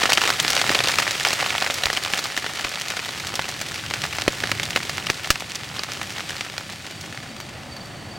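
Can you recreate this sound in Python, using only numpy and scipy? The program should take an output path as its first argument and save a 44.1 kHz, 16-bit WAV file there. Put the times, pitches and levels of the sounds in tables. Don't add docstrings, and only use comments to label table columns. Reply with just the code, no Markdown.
import sys
import numpy as np
from scipy import signal
from scipy.fft import rfft, irfft, next_fast_len
from scipy.io import wavfile
from scipy.ndimage import uniform_filter1d

SR = 44100
rng = np.random.default_rng(int(sys.argv[2]) if len(sys.argv) > 2 else 0)


def log_audio(samples):
    frames = np.atleast_2d(samples).T
    limited = np.clip(frames, -1, 1)
    pcm = np.round(limited * 32767).astype(np.int16)
    wavfile.write(sys.argv[1], SR, pcm)


N = 360738
TIME = np.arange(N) / SR


def undb(db):
    return 10 ** (np.asarray(db) / 20)


def unit(x):
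    return x / np.sqrt(np.mean(x ** 2, axis=-1, keepdims=True))


def curve(table):
    return np.interp(TIME, *np.transpose(table))


def walk(rate):
    step = int(SR / rate)
    levels = np.repeat(rng.standard_normal(N // step + 1), step)
    return 0.77 * uniform_filter1d(levels, step)[:N]


def noise(spectrum, side_db, grain_db=0, wide_hz=2200):
    size = next_fast_len(N, real=True)
    hz, db = np.transpose(spectrum)
    bins = np.fft.rfftfreq(size, 1 / SR) + 1
    gain = undb(np.interp(np.log(bins), np.log(hz), db))
    grain = undb(grain_db * np.clip(rng.standard_normal(size), -3, 3))
    clicks = rng.standard_normal((2, size)) * grain
    mid, side = rfft(clicks) * gain
    side = side * undb(side_db) / (1 + (bins / wide_hz) ** 2)
    return unit(irfft([mid + side, mid - side], size)[:, :N])


def place(times, shapes):
    starts = (np.maximum(times, 0) * SR).astype(int)
    index = starts[:, None] + np.arange(shapes.shape[1])
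    return np.bincount(index.ravel(), shapes.ravel(), N)[:N]


# (frequency [Hz], density [dB])
NIGHT_COLOUR = [(25, -13), (100, -13), (200, 1), (380, -12), (720, -10), (1100, -22), (1950, -7.5),
                (3000, -5.5), (5000, -13), (9000, -17), (15000, -58)]


def night_air():
    return noise(NIGHT_COLOUR, side_db=-26.5) * undb(-44.5 + .5 * walk(5.5))


# (frequency [Hz], density [dB])
WASH_COLOUR = [(25, -9), (70, -11), (130, -17), (210, 3.5), (380, -9), (570, -4), (750, -3.5), (1100, -5),
               (2000, -7.5), (5000, -52)]
# (time [s], level [dB])
WASH_RISE = [(0, -63), (6.4, -53), (7.6, -41.5), (8.18, -40.5)]


def far_wash():
    return noise(WASH_COLOUR, side_db=-9.0) * undb(curve(WASH_RISE))


# (frequency [Hz], density [dB])
RUMBLE_COLOUR = [(20, -37), (50, -17), (75, -5), (98, 0), (150, -1), (220, -9), (350, -9.5), (700, -34.5),
                 (2000, -40.5)]
# (time [s], level [dB])
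RUMBLE_SWELL = [(0.0, -45.5), (0.73, -42.5), (2.8, -49.5), (3.53, -42), (4.99, -41.5), (5.4, -47),
                (5.76, -42.5), (6.7, -47), (7.08, -45), (8.18, -44)]
RUMBLE_DB = 3


def low_rumble():
    return noise(RUMBLE_COLOUR, side_db=-17) * undb(curve(RUMBLE_SWELL) + RUMBLE_DB + 1.2 * walk(5.6))


def chorus(hz=4580, width_hz=160, db=-55):
    edges_hz = [hz - width_hz / 2, hz + width_hz / 2]
    band = signal.butter(2, edges_hz, "bandpass", fs=SR, output="sos")
    return unit(signal.sosfilt(band, rng.standard_normal(N))) * undb(db + 2 * walk(9.6))


# (time [s], pitch [Hz], typical peak of a stroke [dB])
CRICKET_CHIRPS = [(6.896, 4620, -44), (7.297, 4590, -42), (7.727, 4560, -37), (7.921, 4460, -45),
                  (8.121, 4580, -38)]
STROKE_GAP_S = 0.043


def crickets(count=4, stroke_s=0.0251, sag_hz=150):
    times, hz, db = np.transpose(CRICKET_CHIRPS)
    progress = np.linspace(0, 1, int(stroke_s * SR))
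    pitch_hz = hz[:, None] - sag_hz * (progress - .5)
    phase = 2 * np.pi * np.cumsum(pitch_hz, axis=1) / SR
    stroke = np.sin(np.pi * progress) * np.sin(phase)
    sizes = undb(db + 1.2 * rng.standard_normal((count, len(db))))
    return sum(place(times + k * STROKE_GAP_S - stroke_s / 2, sizes[k][:, None] * stroke)
               for k in range(count))


# (frequency [Hz], density [dB])
GROUND_COLOUR = [(100, -19.5), (400, -4.5), (750, -4.5), (1100, -1.5), (2000, 1), (3000, -1.5), (5000, -4),
                 (8000, -10), (12000, -20), (16000, -22)]
GROUND_DB = -2


def ground_rain(shower_db):
    flicker_db = 1.2 * walk(25)
    return noise(GROUND_COLOUR, side_db=-5.5, grain_db=7.0) * undb(shower_db + GROUND_DB + flicker_db)


def snaps(hz, ring_db, contact=0.28, spread=0.47, fall=1.58, ring_cycles=1.8):
    stretch, life, detune, phase = rng.standard_normal((len(hz), 4)).T[:, :, None]
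    t = np.arange(SR // 200) / SR
    cycles = hz[:, None] * t
    age = cycles / (contact * np.exp(0.2 * stretch))
    radius = 1 + age * spread
    onset = 1 - np.exp(-(age / 0.82) ** 2)
    dent = np.sin(np.pi * np.log(radius) / spread) * onset / radius ** fall
    ring_age = cycles / (ring_cycles * np.exp(0.17 * life))
    ring_tone = np.sin(2 * np.pi * (cycles * np.exp(0.087 * detune) + phase))
    ring = ring_tone * ring_age * np.exp(1 - ring_age)
    mix = unit(dent) + undb(ring_db)[:, None] * unit(ring)
    return unit(mix * (1 - t / t[-1]))


def ticks(hz, tick_hz=4800, life_cycles=0.48):
    pitch, life = rng.standard_normal((len(hz), 2)).T[:, :, None]
    own_hz = tick_hz * np.sqrt(hz[:, None] / np.median(hz)) * np.exp(.12 * pitch)
    own_hz = np.minimum(own_hz, SR / 7)
    cycles = own_hz * np.arange(SR // 200) / SR
    age = cycles / (life_cycles * np.exp(0.34 * life))
    return unit(np.sin(2 * np.pi * cycles) * age * np.exp(-age))


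def fade(energy, t60):
    return signal.lfilter([1], [1, -np.exp(-2 * np.log(1000) / (t60 * SR))], energy)


def spray(times, db, burst_t60, tail_t60, tail_db):
    splash_db = db + 2 * rng.standard_normal(len(db))
    energy = place(times + .0004, undb(2 * splash_db)[:, None])
    burst, tail = fade(energy, burst_t60), fade(energy, tail_t60)
    return np.sqrt(burst + undb(2 * tail_db) * tail + 1e-18)


# (frequency [Hz], density [dB])
SPRAY_COLOUR = [(100, -25), (300, -3.5), (720, -4.5), (1100, -0.5), (2300, -1.5), (3500, -6), (5000, -9.5),
                (8000, -23.5), (16000, -40)]
# (frequency [Hz], density [dB])
MIST_COLOUR = [(1000, -28), (2500, -4), (4500, 0.5), (7500, -5.5), (12000, -16.5), (16000, -15)]


def strike(times, db, hz, treble_db, ring_db, snap_db, tick_db, spray_db, mist_db):
    pan, distance = rng.uniform(-1.2, 1, (len(times), 2)).T
    snap = snaps(hz, ring_db) * undb(db + snap_db)[:, None]
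    hit = snap + ticks(hz) * undb(db + treble_db + tick_db)[:, None]
    direct = np.array([place(times, hit * undb(side * (2.0 * pan - .2))[:, None]) for side in (1, -1)])
    echo_times = times + .0032 + 0.0016 * distance
    echo = np.array([place(echo_times + side * .0002 * pan, hit) for side in (1, -1)])
    coarse = spray(times, db + spray_db, burst_t60=0.028, tail_t60=0.026, tail_db=-9)
    coarse = coarse * noise(SPRAY_COLOUR, side_db=-9.0, grain_db=2.0)
    fine = spray(times, db + treble_db + mist_db, burst_t60=0.023, tail_t60=0.064, tail_db=-5)
    fine = fine * noise(MIST_COLOUR, side_db=-42, grain_db=6)
    return direct + undb(-20.0) * echo + coarse + fine


PATTER_DB = 0.9


def patter(shower_db, count=1400, scatter_db=5.5, largest=2.03, centre_hz=2550):
    times = rng.uniform(0, N / SR, count)
    size, tone, edge, wetness = rng.standard_normal((count, 4)).T
    db = np.interp(times, TIME, shower_db + PATTER_DB) + scatter_db * np.minimum(size, largest)
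    hz = centre_hz * np.exp(0.4 * tone)
    treble_db = -11 + 2 * tone + 6.3 * edge
    ring_db = -6 + 7 * wetness
    return strike(times, db, hz, treble_db, ring_db,
                  snap_db=-5.5, tick_db=-13.5, spray_db=-8.0, mist_db=-4.0)


# (time [s], push level [dB], canvas knock level [dB], left minus right [dB])
PANEL_THUMPS = [(1.858, -25, -25, -9), (2.646, -27, -45, 5), (4.279, -18, -8, -2), (5.101, -30, -21, 13),
                (5.303, -13.5, -19, -6.5)]
# (frequency [Hz], level [dB], decay time constant [s])
PANEL_MODES = [(375, 1.5, 0.0027), (660, -3, 0.0012), (1070, -5, 0.0011)]


def thumps(push_s=0.0023, relax_s=0.018):
    times, push_db, knock_db, pan_db = np.transpose(PANEL_THUMPS)
    t = np.arange(SR // 5) / SR
    shove = (t / push_s) * np.exp(1 - t / push_s)
    push = shove * np.cos(2 * np.pi * 28 * t) * np.exp(-t / relax_s)
    knock = sum((-1) ** k * undb(db) * np.sin(2 * np.pi * hz * t) * np.exp(-t / decay_s)
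                for k, (hz, db, decay_s) in enumerate(PANEL_MODES))
    blow = undb(knock_db)[:, None] * knock - undb(push_db)[:, None] * push
    return np.array([place(times, blow * undb(side * pan_db / 2)[:, None]) for side in (1, -1)])


# (time [s], relative level [dB], pitch of the snap [Hz], treble relative to that level [dB])
OVERHEAD_DROPS = [(0.016, -2.5, 2220, -25), (0.034, 1, 1980, -22), (0.055, -1, 2860, -23),
                  (0.101, -1.5, 3130, -21), (0.12, 1, 1730, -22), (0.131, 0, 3780, -13),
                  (0.173, 2.5, 2820, -30), (0.179, 0, 2180, -27), (0.215, -3, 1740, -19.5),
                  (0.253, -3.5, 1730, -23), (0.275, -0.5, 2270, -23), (0.291, -3, 1700, -21),
                  (0.302, 1.5, 2100, -20), (0.399, 0.5, 3960, -15.5), (0.479, -2.5, 2750, -17),
                  (0.531, -4.5, 4020, -18), (0.565, -1.5, 2400, -20), (0.576, -0.5, 2740, -31),
                  (0.614, -2, 3320, -21), (0.693, 3.5, 1830, -29), (0.747, -1.5, 4640, -25),
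                  (0.751, -1.5, 2540, -32), (0.789, -1.5, 3660, -28), (0.803, -3.5, 2340, -30),
                  (0.857, -7, 4130, -25), (0.872, -1.5, 2450, -26), (0.884, -1.5, 3100, -20),
                  (0.985, 3, 2450, -23), (0.998, 0.5, 1900, -32), (1.077, -1.5, 2400, -27),
                  (1.249, 3.5, 2470, -28), (1.305, -4, 1980, -22), (1.329, -5.5, 2600, -22),
                  (1.461, -4, 2470, -23), (1.504, -2, 2600, -31), (1.55, -3.5, 1780, -42),
                  (1.58, -7, 3030, -29), (1.622, -3, 1720, -23), (1.663, -4.5, 2160, -30),
                  (1.699, -3.5, 2050, -35), (1.835, -2, 4450, -26), (1.856, -0.5, 2270, -16.5),
                  (1.867, -3, 1940, -28), (1.9, -2.5, 2070, -28), (1.929, -7, 1870, -15),
                  (1.971, -2.5, 2700, -28), (2.06, -7, 2100, -27), (2.135, -0.5, 2650, -28),
                  (2.19, -5, 1710, -17), (2.375, -3, 2300, -24), (2.463, -7.5, 2110, -30),
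                  (2.646, -7.5, 2340, -21), (2.902, -9, 2090, -15.5), (3.392, -4.5, 2040, -30),
                  (3.613, -9, 1870, -16), (3.909, -7.5, 1770, -33), (3.937, -3.5, 2630, -27),
                  (4.037, -5, 2100, -22), (4.184, -5, 2420, -24), (4.219, -5.5, 2290, -23),
                  (4.278, 3, 2150, -24), (4.436, -1.5, 1880, -40), (4.515, -0.5, 2830, -36),
                  (4.597, -3, 2150, -27), (4.631, -6.5, 3080, -28), (4.76, 1.5, 1780, -20.5),
                  (4.772, -5.5, 2140, -22), (4.894, -6.5, 2090, -19), (4.98, -5.5, 2100, -29),
                  (5.068, -5, 2880, -30), (5.099, 3.5, 2100, -24), (5.244, -8.5, 3060, -28),
                  (5.303, 7, 2840, -17), (5.356, -6, 2760, -28), (5.405, -13.5, 2100, -16),
                  (5.554, -17, 5590, -12), (5.792, -7, 5150, -37), (5.834, -9.5, 2700, -18),
                  (6.014, -5.5, 2280, -27), (6.294, -9, 2950, -23.5), (6.408, -5.5, 2100, -24),
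                  (6.579, -11, 2050, -17.5), (7.125, -17, 1760, -25), (7.174, -12, 1920, -38),
                  (7.401, -15, 1880, -22)]
RING_DB, RING_DB_PER_OCTAVE, RING_DB_PER_TREBLE_DB = -3.5, 17, -0.6
GIVE_S = 0.000993


def close_drops():
    times, db, hz, treble_db = np.transpose(OVERHEAD_DROPS)
    octaves = np.log2(hz / np.median(hz))
    sharpness_db = treble_db - np.median(treble_db)
    ring_db = RING_DB + RING_DB_PER_OCTAVE * octaves + RING_DB_PER_TREBLE_DB * sharpness_db
    return strike(times + GIVE_S, db, hz, treble_db, ring_db,
                  snap_db=-18.0, tick_db=-3.0, spray_db=-15.0, mist_db=-0.6)


# (time [s], level [dB])
SHOWER_STRENGTH = [(0.0, -25.5), (0.34, -26.5), (0.8, -24.5), (1.96, -29), (2.09, -30), (3.55, -34),
                   (4.15, -33), (5.24, -33.5), (5.38, -37), (6.13, -33.5), (7.45, -44), (8.18, -53)]


def scene():
    shower_db = curve(SHOWER_STRENGTH)
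    night = night_air() + far_wash() + low_rumble() + chorus() + crickets()
    tent = patter(shower_db) + thumps() + close_drops()
    return night + ground_rain(shower_db) + tent


# (frequency [Hz], width [Hz], gain [dB])
MICROPHONE_HOUSING = [(561, 34, 4), (761, 134, 4.5), (935, 490, -3), (1577, 41, 4), (1593, 94, -10.5),
                      (1710, 67, 1.5)]
TOP_HZ = 16000


def record(dry):
    x = signal.sosfilt(signal.butter(1, 12, "highpass", fs=SR, output="sos"), dry)
    for hz, width, db in MICROPHONE_HOUSING:
        band = signal.lfilter(*signal.iirpeak(hz, hz / width, fs=SR), x)
        x = x + (undb(db) - 1) * band
    top_cut = signal.ellip(10, .1, 70, TOP_HZ, fs=SR, output="sos")
    return signal.sosfilt(top_cut, np.clip(x, -.88, .88))


dry = scene()
out = record(dry)
log_audio(out)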